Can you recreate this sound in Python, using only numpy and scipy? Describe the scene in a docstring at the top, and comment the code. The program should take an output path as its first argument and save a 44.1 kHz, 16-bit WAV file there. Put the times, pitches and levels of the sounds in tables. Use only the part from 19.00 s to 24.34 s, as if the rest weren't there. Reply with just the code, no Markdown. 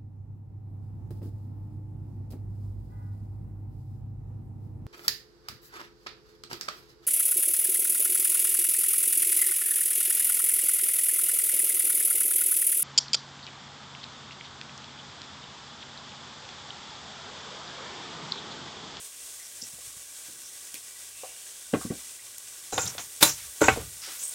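"""A close, steady sizzle: shrimp and vegetables fry in oil in a steel pan in a kitchen. Tiny steam
bubbles burst by the thousand, coloured by the air between the pan's walls. Something is set down on the
worktop with a few dull thuds. Then a metal spoon is picked up, clangs against the pan and knocks on its
bottom, exciting the steel's modes, and scrapes through the wet food while the sizzle grows."""
import sys
import numpy as np
from scipy import signal
from scipy.fft import rfft, irfft, next_fast_len
from scipy.io import wavfile
from scipy.ndimage import map_coordinates

SR = 44100
rng = np.random.default_rng(int(sys.argv[2]) if len(sys.argv) > 2 else 0)


def master_out(mix):
    """Clip the mix to full scale and print it as 16-bit PCM to the path in sys.argv[1]."""
    frames = np.transpose(np.atleast_2d(mix))
    ceiling = np.clip(frames, -1, 1)
    pcm = np.round(ceiling * 32767).astype(np.int16)
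    wavfile.write(sys.argv[1], SR, pcm)


N = 235701
TIME = np.arange(N) / SR
CUTOFF_HZ = 15850


def from_db(db):
    """Decibels to amplitude ratio."""
    return 10 ** (np.asarray(db) / 20)

def rms_one(x):
    """Normalisation to unit rms."""
    return x / np.sqrt(np.mean(x ** 2) + 1e-20)

def add(track, start_s, sound):
    """Superposition: a sound adds to the track from its start on."""
    at = max(0, round(start_s * SR))
    track[at:at + len(sound)] += sound[:N - at]

def filtered(x, gain_at):
    """Linear filtering: the spectrum is multiplied by gain_at(Hz)."""
    size = next_fast_len(len(x))
    hz = np.maximum(np.fft.rfftfreq(size, 1 / SR), 1)
    return irfft(rfft(x, size) * gain_at(hz), size)[:len(x)]

def spectrum(points):
    """Spectral envelope through (Hz, dB) points, interpolated in log frequency."""
    at, db = np.transpose(points)
    return lambda hz: from_db(np.interp(np.log(hz), np.log(at), db))

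def band(low_hz, high_hz, low_order, high_order):
    """Band-pass response: each skirt falls 6 dB per octave per order."""
    return lambda hz: ((1 + (low_hz / hz) ** (2 * low_order))
                       * (1 + (hz / high_hz) ** (2 * high_order))) ** -.5

def resonances(modes, width_hz, valley_db):
    """Modal response: one peak per mode, wider in the treble, summed in power over a flat floor."""
    grid = np.arange(0, SR / 2, 10)
    power = sum(from_db(db) ** 2 / (1 + ((grid - hz) / (width_hz + 0.003 * hz)) ** 2) ** 2
                for hz, db, *_ in modes)
    return lambda hz: np.interp(hz, grid, np.sqrt(power + from_db(valley_db) ** 2))

def drift(rate_hz):
    """Random modulation: low-passed noise of unit rms."""
    return rms_one(filtered(rng.standard_normal(N), lambda hz: 1 / (1 + (hz / rate_hz) ** 2)))

def grains(per_s, spread_db):
    """Shot noise: independent impulses of random size and sign."""
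    sizes = from_db(spread_db * np.minimum(rng.exponential(1, N), 6)) * rng.choice([-1, 1], N)
    return sizes * (rng.random(N) < per_s / SR)


# Spectrum of the stove and kitchen. Each row: frequency in Hz, relative density in dB.
ROOM_SPECTRUM = [(20, -29), (40, -23), (60, 14), (85, -3), (120, 11), (180, -32), (400, -11), (900, -25)]
def rumble(level_db, waver_db):
    """Ambient noise: a faint low floor whose level wavers."""
    level = from_db(level_db + waver_db * drift(rate_hz=2.3))
    return level * rms_one(filtered(rng.standard_normal(N), spectrum(ROOM_SPECTRUM)))

# Path of a faint band in the sizzle. Each row: time in seconds, centre in Hz, level in dB.
GLIDE_PATH = [(1.9, 2487, -100), (2.17, 2640, -56), (2.45, 3026, -59.5), (2.72, 3690, -63),
              (2.98, 3340, -69), (3.11, 2660, -61), (3.35, 2285, -83)]
def gliding_band(width_hz):
    """Narrow-band noise: a randomly modulated carrier glides up in pitch and back down."""
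    times, centres, levels = np.transpose(GLIDE_PATH)
    phase = 2 * np.pi * np.cumsum(np.interp(TIME, times, centres)) / SR
    level = from_db(np.interp(TIME, times, levels))
    return level * (drift(width_hz) * np.cos(phase) + drift(width_hz) * np.sin(phase))

# Modes of the air between the pan's high walls. Each row: frequency in Hz, relative level in dB.
AIR_MODES = [(590, -5), (1130, 3), (1500, 4), (1630, 2), (1950, 3.5), (2320, 3), (2720, -1), (2950, -1),
             (3300, 1.5), (3600, 0.5)]
def simmer(level_db, patchy_db):
    """Cavity resonance: juice bubbles in patches that come and go, each exciting one air mode."""
    patches = np.zeros(N)
    for mode in AIR_MODES:
        bubbles = grains(per_s=800, spread_db=4.5)
        patch = filtered(bubbles, resonances([mode], width_hz=53, valley_db=-41))
        patches += patch * from_db(patchy_db * drift(rate_hz=2.7))
    return from_db(level_db) * rms_one(patches)

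# Spectrum of bursting bubbles. Each row: frequency in Hz, relative density in dB.
BUBBLE_SPECTRUM = [(150, -19), (400, -10.5), (900, -13), (1500, -14), (2500, -10), (3600, -6.5),
                   (4700, -5.5), (5400, -2.5), (7000, 0.5), (8500, 3), (10200, -2.5), (12500, -8.5),
                   (15800, -11)]
def sizzle(level_db, flutter_db, stir_s, growth_db_per_s):
    """Shot noise of bursting steam bubbles; it grows once stirring brings wet food onto hot steel."""
    bursts = grains(per_s=14000, spread_db=2.0) * from_db(flutter_db * drift(rate_hz=12.0))
    cavity = resonances(AIR_MODES, width_hz=72, valley_db=-1.0)
    hiss = filtered(bursts, lambda hz: spectrum(BUBBLE_SPECTRUM)(hz) * cavity(hz))
    return rms_one(hiss) * from_db(level_db + growth_db_per_s * np.maximum(TIME - stir_s, 0))

def crackle(level_db, spread_db, ring_s):
    """Damped resonance: larger bubbles pop out of the hiss, each size at its own pitch."""
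    out, t = np.zeros(N), TIME[:SR // 50]
    for hz in np.geomspace(2200, 11000, 7):
        pop = filtered(rng.standard_normal(len(t)), band(hz / 1.25, hz * 1.25, 4, 4))
        pop *= np.exp(-t / ring_s)
        pops = signal.fftconvolve(grains(per_s=14, spread_db=spread_db), pop / np.linalg.norm(pop))
        out += pops[:N] * spectrum(BUBBLE_SPECTRUM)(hz) ** .5
    return from_db(level_db) * rms_one(out)

# Strokes that lay wet food on bare hot steel. Each row: start in seconds, level in dB.
WETTINGS = [(3.76, -46), (4.3, -47), (4.6, -48), (5.08, -43.5)]
def flares(low_hz, high_hz, rise_s, fade_db_per_s):
    """Flash boiling: fresh moisture fizzes in very fine bubbles, then dries off."""
    power = np.zeros(N)
    for start, db in WETTINGS:
        age = np.maximum(TIME - start, 0)
        power += (np.minimum(age / rise_s, 1) * from_db(db - fade_db_per_s * age)) ** 2
    fizz = filtered(grains(per_s=7400, spread_db=2.5), band(low_hz, high_hz, 2.7, 3.1))
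    return np.sqrt(power) * rms_one(fizz)

# Sharp ticks. Each row: start in seconds, peak in dB, lower corner in Hz, 60 dB decay time in seconds.
SHARP_TICKS = [(1.742, -25, 1370, 0.017), (1.742, -30, 11000, .05), (1.748, -33, 1960, 0.14),
               (3.382, -23, 5900, 0.016), (3.856, -22, 4500, 0.0081), (4.614, -25.5, 8000, 0.077)]
def ticks():
    """Impulsive sources: spits of oil and, at 4.614 s, the bright click of the spoon hitting the pan."""
    out, t = np.zeros(N), TIME[:SR // 20]
    for start, db, low_hz, t60 in SHARP_TICKS:
        tick = filtered(rng.standard_normal(len(t)), band(low_hz, 11700, 5.3, 4.7))
        tick *= from_db(-60 * t / t60)
        add(out, start, from_db(db) * tick / np.abs(tick).max())
    return out

# Modes of the steel pan with food in it. Each row: frequency in Hz, relative level in dB,
# 60 dB decay time in seconds.
STEEL_MODES = [(114, -1, .24), (255, -5, .1), (310, 2, .14), (436, -1, .15), (505, -5, .12),
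               (579, -1.5, .15), (775, -1.5, .12), (921, -1, .22), (1105, -5, .13), (1185, -5, .2),
               (1300, -6, .12), (1410, -2, .2), (1465, -3, .15), (1520, -1, .13), (1955, -5, .11),
               (2235, -5, .15), (2422, -5, .14), (2505, -5, .13), (2568, -3, .09), (2725, -6, .17),
               (3170, -6, .12), (3555, -4, .17), (3635, 3, .07), (3978, 1, .16), (4365, -4, .11),
               (4750, -3, .12), (5136, -3, .08), (5600, -4, .14), (6350, -4, .12), (6790, -2, .22),
               (7106, -1, .2), (7300, -2, .22), (8130, -2, .13), (8480, 2, .17), (9710, 1, .17),
               (10080, -1, .16), (10950, -1, .13), (11476, 1, .11), (13920, -3, .2), (15040, -4, .2)]
def pan_rush(rows, octaves, swell_share, low_order, high_order, fade_db, grit_db, glide_octaves=0):
    """Forced vibration: a rush of tiny bursts or slips drives the pan, swelling and then fading."""
    out, t = np.zeros(N), TIME[:SR // 2]
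    impulses = grains(per_s=5400, spread_db=1.0)
    steel = resonances([mode for mode in STEEL_MODES if mode[0] < 8000], width_hz=6.2, valley_db=-1)
    edge_ratio = 2 ** (octaves / 2)
    roughness = rms_one(from_db(grit_db * drift(rate_hz=80)))
    for start, length, db, centre_hz in rows:
        force = np.roll(impulses, rng.integers(N))[:len(t)]
        passband = band(centre_hz / edge_ratio, centre_hz * edge_ratio, low_order, high_order)
        rush = rms_one(filtered(force, lambda hz: passband(hz) * steel(hz)))
        progress = t / length
        speed = 2 ** (glide_octaves * (np.minimum(progress, 1) - swell_share))
        rush = map_coordinates(rush, [np.cumsum(speed)], order=5, mode="mirror")  # pitch follows speed
        swell = np.minimum(progress / swell_share, 1)
        fade = from_db(fade_db * np.maximum(progress - swell_share, 0) ** 1.86)
        add(out, start, from_db(db) * swell * fade * rush)
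    return out * roughness

# Spurts of steam. Each row: start and length in seconds, level in dB, band centre in Hz.
STEAM_SPURTS = [(.39, 0.083, -52, 1970), (.42, 0.08, -46, 5570), (.603, 0.085, -42, 5360),
                (.612, 0.062, -45, 6930), (1.43, 0.1, -46.5, 5700), (1.746, 0.039, -46, 2350),
                (3.185, 0.045, -53.5, 2050), (5.21, 0.15, -31.5, 8300)]
def steam():
    """Flow noise: steam escapes from under the food in a narrow band that rises in pitch."""
    return pan_rush(STEAM_SPURTS, octaves=0.19, swell_share=0.22, low_order=14, high_order=20,
                    fade_db=-47, grit_db=3.5, glide_octaves=.2)

# Pushes through the food. Each row: start and length in seconds, level in dB, band centre in Hz.
FOOD_PUSHES = [(3.8, 0.3, -44, 1500), (4.36, 0.19, -47, 2700), (4.63, 0.27, -36, 2120),
               (5.01, 0.32, -42.5, 2480), (5.068, 0.087, -48.5, 643)]
def squelches():
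    """Broadband shot noise: wet food squelches as it is pushed through the pan."""
    return pan_rush(FOOD_PUSHES, octaves=2.44, swell_share=0.088, low_order=4.1, high_order=1.8,
                    fade_db=-37, grit_db=1)

# Slides of the spoon. Each row: start and length in seconds, level in dB, band centre in Hz.
SPOON_SLIDES = [(3.719, 0.27, -35.5, 6900), (3.785, 0.17, -30.5, 6950), (3.98, 0.16, -41, 6670),
                (4.245, 0.16, -28, 7000), (4.275, 0.15, -34, 5820), (4.61, 0.2, -27.5, 7130),
                (5.012, 0.21, -42.5, 5400), (5.19, 0.23, -41, 6900)]
def slides():
    """Stick-slip friction: the spoon slides over the steel with a thin, high rasp."""
    return pan_rush(SPOON_SLIDES, octaves=0.27, swell_share=0.021, low_order=7.3, high_order=110,
                    fade_db=-46.0, grit_db=1.3)

# Catches of the spoon's edge. Each row: start and length in seconds, level in dB, band centre in Hz.
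EDGE_CATCHES = [(3.8068, 0.011, -31, 5500), (3.8185, .016, -34, 7500), (3.8445, 0.011, -36, 6500),
                (3.860, .04, -36, 3800), (3.8748, 0.02, -30, 5750), (3.890, 0.071, -37, 5760),
                (4.294, .02, -28, 5800)]
def catches():
    """Stick-slip in brief bursts: the edge catches and jumps on the steel."""
    return pan_rush(EDGE_CATCHES, octaves=0.2, swell_share=0.037, low_order=15, high_order=5,
                    fade_db=-51, grit_db=1.0)

# The spoon's skid. Each row: start and length in seconds, level in dB, band centre in Hz.
SPOON_SKID = [(4.205, 0.19, -20.5, 1700)]
def skid():
    """Broadband friction noise: the spoon skids into the loud clang and on along the steel."""
    return pan_rush(SPOON_SKID, octaves=9.1, swell_share=0.085, low_order=5.6, high_order=0.27,
                    fade_db=-61, grit_db=0.0)

def struck_at(modes, favoured_hz, boost_db=9):
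    """Mode shapes: a blow favours the modes that swing most at the spot struck."""
    excited = np.array(modes, float)
    for hz in favoured_hz:
        excited[np.argmin(np.abs(excited[:, 0] - hz)), 1] += boost_db
    return excited

def impacts(rows, modes, rise_cycles, low_order, width_hz, valley_db,
            tail_db, tail_t60, boom_db, boom_t60):
    """Impulse response: a crack, a dense crash, clear modes and the room's tail, longest in the bass."""
    out, t = np.zeros(N), TIME[:SR * 3 // 4]
    shortest_rise_s, crack_s = 0.00096, 0.005
    bass = band(50, 132, 3.6, 3.8)
    for start, db, low_hz, high_hz, high_order, t60, crack_db, ring_db, favoured_hz in rows:
        excited = struck_at(modes, favoured_hz)
        mode_hz, mode_db, mode_t60 = excited.T[:, :, None]
        body = resonances(excited, width_hz, valley_db)
        contact = band(low_hz, high_hz, low_order, high_order)
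        dense, room, boom = (filtered(rng.standard_normal(len(t)), lambda hz: contact(hz) * colour(hz))
                             for colour in (body, body, bass))
        crack = from_db(crack_db) * np.exp(-(t / crack_s) ** 2)
        crash = dense * (crack + from_db(-60 * t / t60))
        crash += room * from_db(tail_db - 60 * t / tail_t60)
        crash += boom * from_db(boom_db - 60 * t / boom_t60)
        strength = contact(mode_hz) * from_db(mode_db + rng.normal(0, 2.0, mode_hz.shape))
        waves = np.sin(2 * np.pi * (mode_hz * t + rng.random(mode_hz.shape)))
        ring = np.sum(strength * waves * from_db(-60 * t / mode_t60), axis=0)
        rise_s = shortest_rise_s + rise_cycles / high_hz  # a cushioned contact is duller and slower
        blow = (rms_one(crash) + from_db(ring_db) * rms_one(ring)) * np.minimum(t / rise_s, 1)
        equivalent_rms = np.sqrt(np.sum(blow ** 2) / (SR / 50))  # as if all its energy lay in 20 ms
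        add(out, start, from_db(db) * blow / equivalent_rms)
    return out

# Modes of the worktop. Each row: frequency in Hz, relative level in dB, 60 dB decay time in seconds.
WORKTOP_MODES = [(65, -7, 0.72), (105.7, -1.5, 0.16), (239.6, 0, 0.062), (343, -0.5, 0.016),
                 (517, 5, 0.059), (620, -4.5, 0.1), (743, 1.5, 0.059), (1076, -5, 0.18), (1153, 1, 0.078),
                 (1570, -12, 0.43)]
# Soft blows. Each row: start in seconds, level in dB, lower and upper corners in Hz,
# 60 dB decay time of the crash in seconds.
SOFT_BLOWS = [(0.623, -51, 100, 407, 0.19), (0.727, -56.5, 75, 220, 0.062), (0.784, -57.5, 198, 730, 0.12),
              (0.868, -58, 60, 137, 0.14), (0.961, -57, 55, 129, 0.087), (1.283, -54, 140, 450, 0.9),
              (1.74, -54, 197, 450, 0.23), (2.2335, -40, 656, 740, 0.05), (2.25, -48.5, 650, 860, 0.6),
              (2.7322, -20.5, 140, 382, 0.066), (2.7361, -31, 690, 2850, 0.052),
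              (2.744, -30.5, 220, 1020, 0.13), (2.811, -43.5, 1100, 1280, 0.017),
              (2.8483, -32.5, 170, 264, 0.013), (2.855, -52, 1060, 1300, .02),
              (2.903, -28.5, 183, 292, 0.057), (2.906, -49.5, 1110, 1900, 0.12),
              (2.92, -43.5, 385, 606, 0.055), (3.73, -42, 95, 127, 0.34), (3.841, -37.5, 106, 149, 0.44),
              (4.416, -52.5, 54.5, 95, 0.51), (4.465, -61, 55, 95, 0.24), (4.675, -29.5, 87, 124, 0.45)]
def thuds():
    """Soft contact excites mainly low modes: thuds on the worktop, and the pan rocking on the stove."""
    high_order, crack_db, ring_db = 4.37, -12.5, -3.5
    rows = [(start, db, low_hz, high_hz, high_order, t60, crack_db, ring_db, [])
            for start, db, low_hz, high_hz, t60 in SOFT_BLOWS]
    return impacts(rows, WORKTOP_MODES, rise_cycles=1.1, low_order=3.75, width_hz=63, valley_db=-5.0,
                   tail_db=1.0, tail_t60=0.14, boom_db=-35, boom_t60=0.24)

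# Blows of the spoon; the faint row at 4.607 s is a soft swell into the next knock. Each row: start in
# seconds, level in dB, lower and upper corners in Hz, order of the upper slope, 60 dB decay time of
# the crash in seconds, relative crack and ring levels in dB, favoured modes in Hz.
SPOON_BLOWS = [(3.7235, -30.5, 370, 610, 1.1, 0.62, -20, 0.5, [436, 505, 775, 3978]),
               (3.7778, -24, 392, 2000, 1.3, 0.095, -3, -4.5, [505, 775, 1105, 1300, 1410, 2568, 3635]),
               (3.948, -47.5, 450, 700, 3.3, 0.054, -7, -12, [579]),
               (3.9803, -35.5, 450, 4800, 4, 0.18, 4, -12, [775, 3170, 5136]),
               (3.991, -43, 1200, 2060, 1.9, 0.093, -17, -15, [1465, 1955]),
               (4.2262, -12, 110, 15100, 5.8, 0.066, 5, -5.5, [579, 1105, 1185, 3555, 3635, 3978, 4365, 4750]),
               (4.2312, -16, 3800, 15100, 8, 0.074, 16, -2.5, [3635, 5136, 8130, 9710, 11476]),
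               (4.607, -35, 200, 1500, 1.5, 0.11, -8, -4, []),
               (4.6145, -15, 199, 870, 1.5, 0.14, -9, 3, [310, 436, 579, 921, 1410, 1465]),
               (4.638, -26, 500, 2540, 3.1, 0.08, -15, -8, [921, 1410, 1520, 2505]),
               (4.6826, -13, 297, 2700, 4.9, 0.093, -1.5, -9.5, [436, 775, 1105, 1520, 1955, 2235, 2505]),
               (4.7595, -37.5, 300, 900, 2.9, 0.033, -1, -8, []),
               (4.7725, -31.5, 314, 620, 5, 0.05, 1, -17, [436]),
               (4.791, -44, 704, 1800, 1.9, 0.2, -10, -15, [1185])]
def clangs():
    """Free vibration: struck by the spoon, the pan rings in its inharmonic modes."""
    return impacts(SPOON_BLOWS, STEEL_MODES, rise_cycles=2.2, low_order=0.74, width_hz=27, valley_db=-3,
                   tail_db=-9, tail_t60=0.2, boom_db=2, boom_t60=0.4)

def widening(x, at_s, half_width_s, level_db, delay_s, low_hz):
    """Decorrelation: a delayed copy of the treble, used as a side signal, briefly widens the image."""
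    delayed = np.interp(TIME - delay_s, TIME, x)
    treble = filtered(delayed, band(low_hz, CUTOFF_HZ, 14, 14))
    return from_db(level_db) * treble * np.exp(-((TIME - at_s) / half_width_s) ** 2)


def scene():
    """Mid-side stereo: all sources add in the centre, and only the loudest clang spreads out."""
    frying = sizzle(level_db=-43.6, flutter_db=1.1, stir_s=4.15, growth_db_per_s=2)
    frying += simmer(level_db=-64.5, patchy_db=6.0)
    frying += crackle(level_db=-59, spread_db=-0.2, ring_s=0.0016)
    frying += gliding_band(width_hz=240)
    frying += flares(low_hz=9000, high_hz=13900, rise_s=0.062, fade_db_per_s=15)
    bursts = ticks() + steam()
    spoon = clangs()
    handling = thuds() + slides() + catches() + skid() + squelches()
    middle = frying + bursts + spoon + handling + rumble(level_db=-74.0, waver_db=1.5)
    side = widening(spoon, at_s=4.23, half_width_s=.011, level_db=-13, delay_s=.0012, low_hz=4600)
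    return np.array([middle + side, middle - side])

def record(dry):
    """Hard clipping flattens the highest peaks, and a steep low-pass cuts the top."""
    low_pass = signal.ellip(12, .1, 90, CUTOFF_HZ, fs=SR, output="sos")
    return signal.sosfilt(low_pass, np.clip(dry, -.7, .7))


dry = scene()
out = record(dry)
master_out(out)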